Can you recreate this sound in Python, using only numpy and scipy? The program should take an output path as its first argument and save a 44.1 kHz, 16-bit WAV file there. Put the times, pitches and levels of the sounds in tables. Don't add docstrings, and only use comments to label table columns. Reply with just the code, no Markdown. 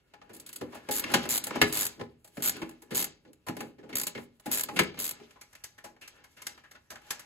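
import sys
import numpy as np
from scipy import signal
from scipy.fft import rfft, irfft, next_fast_len
from scipy.io import wavfile
from scipy.ndimage import uniform_filter1d

SR = 44100
rng = np.random.default_rng(int(sys.argv[2]) if len(sys.argv) > 2 else 0)


def file_out(sig):
    cols = np.atleast_2d(sig).T
    lim = np.clip(cols, -1, 1)
    pcm = np.round(lim * 32767).astype(np.int16)
    wavfile.write(sys.argv[1], SR, pcm)


def level_to_linear(level):
    exponent = np.asarray(level, float) / 20
    return 10 ** exponent


N = 320121
HZ = np.fft.rfftfreq(next_fast_len(N + SR), 1 / SR)[1:]
TOOL_DOWN_S = 5.25


def at_hz(points, hz):
    point_hz, value = np.transpose(points)
    return np.interp(np.log(hz), np.log(point_hz), value)


def shaped(x, gain):
    return irfft(rfft(x, 2 * len(HZ)) * np.r_[0, gain])[..., :N]


def coloured(x, spectrum):
    gain = level_to_linear(at_hz(spectrum, HZ))
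    return shaped(x, gain / np.sqrt(np.mean(gain ** 2)))


def drift(per_s, count):
    knots = rng.standard_normal((count, 400))
    return [np.interp(np.arange(N) / SR * per_s, np.arange(400), k) for k in knots]


def grains(per_s, spread_db):
    size_db = spread_db * np.minimum(rng.exponential(1, (2, N)), 4)
    size = level_to_linear(size_db) * rng.standard_normal((2, N))
    slips = size * (rng.random((2, N)) < per_s / SR)
    return slips / slips.std()


def rattle(t60, rise_s, length=6000):
    t = np.arange(length) / SR
    return (1 - np.exp(-t / max(rise_s, 1e-5))) * level_to_linear(-60 * t / max(t60, 0.005))


def lay(times_s, gains, shapes):
    power = np.zeros(N + 6000)
    for s, gain, shape in zip(times_s, gains, shapes):
        start = round(s * SR)
        power[start:start + len(shape)] += (gain * shape) ** 2
    return np.sqrt(power[:N])


def ring(drive, hz, t60):
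    r, w = level_to_linear(-60 / (t60 * SR)), 2 * np.pi * hz / SR
    gain = np.sin(w) * np.sqrt(2 - 2 * r * r)
    return signal.lfilter([0, gain], [1, -2 * r * np.cos(w), r * r], drive + 1e-18)


def struck(modes, s, level_db, shapes, steady, uneven_db, patchy_db, spot_hz=None, fall_db=0):
    luck = rng.standard_normal((len(s), len(modes)))
    white = rng.standard_normal((3, 2, N))
    wander = drift(14.0, count=len(modes))
    out = 0
    for k, (hz, db, t60) in enumerate(modes):
        octaves_away = 0 if spot_hz is None else np.abs(np.log2(hz / spot_hz))
        blow_db = level_db + uneven_db * luck[:, k] - fall_db * octaves_away
        rub = steady * level_to_linear(patchy_db * wander[k])
        force = np.hypot(lay(s, level_to_linear(blow_db), shapes), rub)
        out = out + level_to_linear(db) * ring(force * white[k % 3], hz, t60)
    return out


def rubbing():
    # middle_s, half_length_s, panel_db, housing_db, rustle_db
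    scuffs = [(0.38, 0.75, -59.5, -66.5, -86), (0.683, 0.55, -58.5, -65.5, -74),
              (0.933, 0.11, -62, -59.5, -90), (1.142, 0.5, -38, -42.5, -57.5),
              (1.553, 0.35, -44.5, -47.5, -66), (1.769, 0.31, -56, -45, -48),
              (2.012, 0.065, -34.5, -73, -80), (2.46, 0.19, -65, -52, -48), (2.578, 0.35, -46, -54.5, -61),
              (3.01, .2, -44.5, -50.5, -66), (3.291, 0.11, -53.5, -78.5, -93),
              (3.622, 0.18, -41, -56.5, -62), (3.948, 0.18, -41.5, -60, -88), (4.192, 0.14, -51, -61, -60),
              (4.51, 0.11, -59.5, -51, -64.5), (4.602, 0.068, -57.5, -50.5, -40.5),
              (4.76, 0.27, -40, -59.5, -58), (5.094, 0.73, -60.5, -60, -74),
              (5.622, 0.69, -84.5, -71.5, -77.5), (5.91, 0.19, -61, -83, -91),
              (6.173, 0.31, -64.5, -64.5, -78), (6.503, 0.39, -64.5, -63, -68),
              (7.146, 0.37, -71, -55.5, -70), (6.752, 0.063, -64.5, -67, -74.5)]
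    # level_db of panel, housing, rustle
    still_db = [-82, -84, -89]
    fall_db = 36.5
    t = np.arange(0, N + 64, 64) / SR
    power = level_to_linear(np.array(still_db))[:, None] ** 2
    for s, half_s, *peak_db in scuffs:
        below_db = fall_db * np.abs(t - s) / max(half_s, 0.02)
        power = power + level_to_linear(np.array(peak_db)[:, None] - below_db) ** 2
    return [np.interp(np.arange(N) / SR, t, p) for p in np.sqrt(power)]


def knocks():
    # start_s, ring_db, tick_db, decay_ms
    on_housings = [(.136, -38, -63, 73), (.215, -40.5, -83, 74), (.721, -36, -61, 175),
                   (.744, -33, -50, 177), (1.099, -27.5, -47, 77), (1.114, -26, -36.5, 89),
                   (1.467, -27.5, -30.5, 86), (2.011, -27, -53, 50), (2.244, -47, -49, 103),
                   (2.935, -43.5, -47.5, 110), (3.465, -31, -47, 164), (3.605, -24, -37, 60),
                   (3.89, -36, -58.5, 134), (4.397, -50.5, -52.5, 66), (4.685, -25.5, -49, 96),
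                   (5.357, -46, -95, 120), (5.84, -35, -48.5, 144), (5.963, -49, -77, 75),
                   (6.911, -35, -50, 135), (7.017, -52, -64, 52), (7.067, -52, -60, 45)]
    # start_s, ring_db, tick_db, decay_ms
    on_panels = [(.292, -41.5, -63, 135), (.332, -54.5, -48.5, 160), (.61, -29.5, -48.5, 95),
                 (.887, -22.5, -41, 67), (1.23, -35.5, -42, 58), (1.253, -27, -44, 80),
                 (1.507, -24, -45.5, 44), (1.554, -22, -44.5, 100), (1.994, -33.5, -63, 120),
                 (2.274, -56, -53, 84), (2.369, -32, -47, 82), (2.403, -34.5, -55, 37),
                 (2.616, -25.5, -49, 90), (2.692, -39.5, -41.5, 35), (2.711, -39, -53, 25),
                 (2.819, -46, -49.5, 100), (3.249, -49.5, -91, 97), (3.483, -23.5, -38.5, 76),
                 (3.567, -30, -40, 47.5), (3.782, -46, -75.5, 135), (3.828, -45, -83.5, 160),
                 (4.176, -30.5, -62, 75), (4.458, -29.5, -38.5, 113), (4.943, -37.5, -66, 36),
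                 (5.197, -44.5, -72.5, 126)]
    # start_s, ring_db, thud_db, tick_db,
    # decay_ms
    on_brackets = [(0.346, -57, -67, -47, 94), (.364, -59, -53, -44.5, 61), (0.398, -63, -56, -39, 59),
                   (.462, -51, -68, -41.5, 110), (0.49, -44.5, -74, -40, 60), (0.528, -47, -71, -37.5, 71),
                   (0.559, -47, -51, -33, 64), (0.909, -36.5, -53, -27, 110), (1.039, -22, -35, -42, 47),
                   (1.439, -38, -50, -25.5, 61), (2.565, -40, -58.5, -42, 40),
                   (2.906, -32, -37, -46.5, 187), (3.331, -59, -71, -51.5, 47),
                   (3.927, -35, -51, -53.5, 90), (4.075, -36, -45, -30.5, 62),
                   (4.149, -34.5, -35, -58.5, 100), (4.76, -22.5, -35, -37.5, 140),
                   (4.834, -44, -31, -35, 36), (4.972, -36.5, -44.5, -58.5, 130)]
    # start_s, ring_db, thud_db, decay_ms, spot_hz
    heavy_blows = [
        (1.138, -8.5, -18.5, 83, 1160),
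        (1.614, -9, -16.5, 81, 2030),
        (4.79, -10, -16.5, 72, 2250),
    ]
    # start_s, ring_db, tick_db, decay_ms, spot_hz
    on_parts = [(5.307, -49.5, -59, 58, 1700), (5.411, -45.5, -47.5, 95, 1830),
                (5.528, -51.5, -58, 92, 1590), (5.551, -44.5, -51.5, 64, 1820),
                (5.638, -44.5, -38, 80, 1770), (5.779, -46, -59.5, 110, 1750),
                (6.011, -40, -56.5, 200, 2660), (6.076, -45.5, -46, 72, 2850),
                (6.239, -47, -58.5, 105, 1500), (6.365, -44.5, -62, 220, 2400),
                (6.418, -42.5, -45.5, 80, 1720), (6.467, -35.5, -31, 54, 1670), (6.575, -48, -65, 90, 1680),
                (6.635, -50.5, -71, 170, 1700), (6.711, -48.5, -53.5, 92, 1690),
                (6.749, -45, -70, 113, 1436), (6.903, -42, -41, 66, 1470), (6.955, -38.5, -55.5, 87, 1620),
                (7.105, -30.5, -30, 86, 1590), (7.193, -44, -47.5, 104, 1680)]
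    rows = [(s, r, thud, r - 12.5, ms, hz) for s, r, thud, ms, hz in heavy_blows]
    rows += [(*row, 2200) for row in on_brackets]
    rows += [(s, r, r - 26, tick, ms, hz) for s, r, tick, ms, hz in on_parts]
    rows += [(s, r, r - 4.5, tick, ms, 800) for s, r, tick, ms in on_panels]
    rows += [(s, r, r - 21, tick, ms, 750) for s, r, tick, ms in on_housings]
    return np.transpose(rows)


def panel_thuds(s, thud_db, t60, rub, pawl):
    # pitch_hz, level_db, t60_s
    panel_modes = [(120, -14, 0.09), (198, -11, 0.036), (246, -3, .07), (304.7, -1.5, .06),
                   (345.3, -4, .06), (406.8, -3.5, 0.064), (505, -5, 0.029)]
    slow = [rattle(1.1 * t, rise_s=0.014) for t in t60]
    steady = np.hypot(level_to_linear(-5.5) * rub, level_to_linear(-23.5) * pawl)
    thud = struck(panel_modes, s, thud_db + 3.0, slow, steady, uneven_db=3.5, patchy_db=1.0)
    return signal.sosfilt(signal.butter(3, [110.0, 1500.0], "band", fs=SR, output="sos"), thud)


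def housing_rings(s, ring_db, sharp, spot_hz, rub, pawl):
    # pitch_hz, level_db, t60_s
    housing_modes = [(633.5, -7, 0.021), (832.3, -6.5, 0.088), (1012, -5, 0.018), (1283, -6, 0.016),
                     (1461, -7.5, 0.036), (1528, -13.5, 0.035), (1680, -6, 0.025), (1770, -2.5, 0.0083),
                     (2156, -3, 0.022), (2360, -8, 0.03), (2674, -3.5, 0.013), (3048, -9, 0.027)]
    ring_db = ring_db - 6.0 + 1.33 * (s > TOOL_DOWN_S)
    steady = np.hypot(level_to_linear(-3) * rub, level_to_linear(-19) * pawl)
    return struck(housing_modes, s, ring_db, sharp, steady, uneven_db=2.5, patchy_db=3.0,
                  spot_hz=spot_hz, fall_db=8.0)


def body_noise(s, ring_db, sharp, spot_hz, rub, pawl):
    # pitch_hz, level_db (per Hz)
    body_colour = [(250, -12), (600, 5.5), (1100, -6), (2200, 8.5), (3200, 11), (4500, 9), (7000, 0),
                   (14000, -24)]
    soft = spot_hz < 1150
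    slips = grains(per_s=12000, spread_db=2.5)
    clumps = level_to_linear(5.3 * drift(25.0, count=1)[0])
    steady = np.hypot(level_to_linear(-4.0) * rub * clumps, level_to_linear(-15.0) * pawl)
    hit_db = ring_db - 8.0 - 4.4 * soft - 2.5 * (s > TOOL_DOWN_S)
    force = np.hypot(lay(s, level_to_linear(hit_db), sharp), steady)
    dull = lay(s, level_to_linear(ring_db - 3.0) * soft, sharp) * slips
    dull = signal.sosfilt(signal.butter(2, 1700.0, fs=SR, output="sos"), dull)
    return coloured(force * slips + dull, body_colour)


def small_part_ticks(s, tick_db, t60, rustle, pawl):
    # pitch_hz, level_db (per Hz)
    steel = [(300, -36), (1500, -19.5), (4200, -6.5), (5800, -12), (7000, -4.5), (8200, -4.5), (10000, -2),
             (11300, -5.5), (12600, -4.5), (13800, -13.5), (15500, -10)]
    # pitch_hz, level_db (per Hz)
    plastic = [(500, -92), (1600, -0.5), (3000, -5.5), (6000, 0), (9000, -2.5), (12500, -3.5),
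               (15500, -15.5)]
    short = []
    for t in t60:
        strike = rattle(0.5 * t, rise_s=0.0012 + 0.12 * t * t)
        short.append(strike + level_to_linear(-11) * rattle(1.5 * t, rise_s=0.003))
    clumps = level_to_linear(5.3 * drift(25.0, count=1)[0])
    force = np.hypot(lay(s, level_to_linear(tick_db + 2.5), short), level_to_linear(2.5) * rustle * clumps)
    ticks = np.hypot(force, pawl) * grains(per_s=25000, spread_db=1.5)
    early = np.arange(N) < TOOL_DOWN_S * SR
    return coloured(ticks * early, steel) + level_to_linear(3.5) * coloured(ticks * ~early, plastic)


def tooth_drops():
    # first_tooth_s, length_s, teeth, level_db, stall_share (of length)
    strokes = [
        (0.915, 0.08, 10, -25.5, 0.074),
        (1.2897, 0.087, 11, -23.5, .02),
        (1.7252, 0.14, 15, -24.5, 0.042),
        (2.4227, 0.071, 10, -24, 0.061),
        (2.947, 0.095, 11, -23, 0.17),
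        (3.9541, .1137, 7, -23, .2),
        (4.5143, 0.12, 12, -24, 0.22),
        (4.9894, 0.12, 11, -29, 0.089),
    ]
    slowing, stall_power, jitter_teeth, uneven_db = 0.092, 9, 0.033, 2
    rows = []
    for s, length_s, count, db, stall in strokes:
        early_late, loudness = rng.standard_normal((2, round(count)))
        last = round(count) - 1
        k = np.arange(last + 1)
        inner = k % last > 0
        u = (k + jitter_teeth * early_late * inner) / last
        progress = (1 - slowing - stall) * u + slowing * u * u + stall * u ** stall_power
        rows += zip(s + length_s * progress, db + uneven_db * loudness)
    return np.transpose(rows)


def ratchet_teeth():
    # pitch_hz, level_db, t60_s
    pawl_modes = [(4870, -13.5, 0.0047), (7040, -4.5, 0.0042), (8040, -9.5, 0.013), (9400, -11.5, 0.0034),
                  (11470, -3, 0.011), (12880, 4, 0.0059)]
    s, db = tooth_drops()
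    click = rattle(t60=0.026, rise_s=0.0008) + level_to_linear(-12) * rattle(t60=0.08, rise_s=0.003)
    clicks = [click] * len(s)
    pawl_ring = struck(pawl_modes, s, db - 8.0, clicks, 0, uneven_db=4.0, patchy_db=0)
    return lay(s, level_to_linear(db - 0.5), clicks), pawl_ring


def ratchet_work():
    panel_rub, housing_rub, rustle = rubbing()
    s, ring_db, thud_db, tick_db, decay_ms, spot_hz = knocks()
    pawl, pawl_ring = ratchet_teeth()
    t60 = decay_ms / 1000
    sharp = [rattle(t, rise_s=0.27 * t * t) for t in t60]
    thuds = panel_thuds(s, thud_db, t60, panel_rub, pawl)
    rings = housing_rings(s, ring_db, sharp, spot_hz, housing_rub, pawl)
    body = body_noise(s, ring_db, sharp, spot_hz, housing_rub, pawl)
    ticks = small_part_ticks(s, tick_db, t60, rustle, pawl)
    return thuds + rings + body + pawl_ring + ticks


def building_rumble():
    # pitch_hz, level_db (per Hz)
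    rumble_colour = [(25, -2), (55, 0), (120, -1.5), (300, -14.5), (1000, -25.5), (4000, -56)]
    return level_to_linear(-72.5) * coloured(rng.standard_normal((2, N)), rumble_colour)


def garage(wet_db):
    # pitch_hz, t60_s
    garage_t60 = [(100, 0.6), (1000, 0.28), (5000, 0.32), (14000, 0.039)]
    response = 0
    for k, lag_s in enumerate(rng.uniform(0.011, 0.045, 10)):
        echo = level_to_linear(-60 * lag_s / at_hz(garage_t60, HZ)) * np.exp(-2j * np.pi * HZ * lag_s)
        response = response + (-1) ** k * echo / (1 - echo)
    return 1 + level_to_linear(wet_db) * response


def two_ports(near, other):
    # pitch_hz, likeness (0-1)
    likeness = [(100, 0.93), (300, 0.77), (700, 0.3), (1800, 0.5), (4300, 0.1), (5500, 0.47), (7000, 0.64),
                (12000, 0.93), (16000, 0.8)]
    # pitch_hz, level_db
    left_over_right = [(60, -0.5), (180, -0.5), (550, 1.5), (1650, 1.5), (4970, 0.5), (15000, 0.0)]
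    lag_s, lead_s, turn_rad = 91e-6, 224e-6, 9.73
    lag_phase = -2 * np.pi * HZ * lag_s
    lead_phase = 2 * np.pi * HZ * lead_s - turn_rad
    phase = np.where(HZ > 5900, lead_phase, lag_phase)
    alike = np.clip(at_hz(likeness, HZ), 0, 1)
    room = garage(wet_db=-18.0)
    tilt = level_to_linear(at_hz(left_over_right, HZ) / 2)
    left = shaped(near, room * tilt)
    right = shaped(near, room / tilt * alike * np.exp(1j * phase))
    right = right + shaped(other, room / tilt * np.sqrt(1 - alike ** 2))
    return np.array([left, right])


def scene():
    near, other = ratchet_work() + building_rumble()
    return two_ports(near, other) + level_to_linear(-91.0) * rng.standard_normal((2, N))


def joint_stereo(x, margin_db):
    hz, _, z = signal.stft([x[0] + x[1], x[0] - x[1]], SR, nperseg=1024)
    for low_hz in np.arange(2600, 16600, 520):
        band = (hz >= low_hz) & (hz < low_hz + 520)
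        power = uniform_filter1d(np.sum(np.abs(z[:, band]) ** 2, axis=1), size=3)
        z[:, band] *= (power > power[::-1] * level_to_linear(-2 * margin_db))[:, None]
    mid, side = signal.istft(z, SR, nperseg=1024)[1][:, :N] / 2
    return np.array([mid + side, mid - side])


def low_pass(x):
    return signal.sosfilt(signal.butter(12, 16810, fs=SR, output="sos"), x)


def record(dry):
    x = signal.sosfilt(signal.butter(2, 45.0, "high", fs=SR, output="sos"), dry)
    x = signal.sosfilt(signal.cheby2(14, 60, 16350, fs=SR, output="sos"), x)
    x = joint_stereo(x, margin_db=5.5)
    return low_pass(x)


dry = scene()
out = record(dry)
file_out(out)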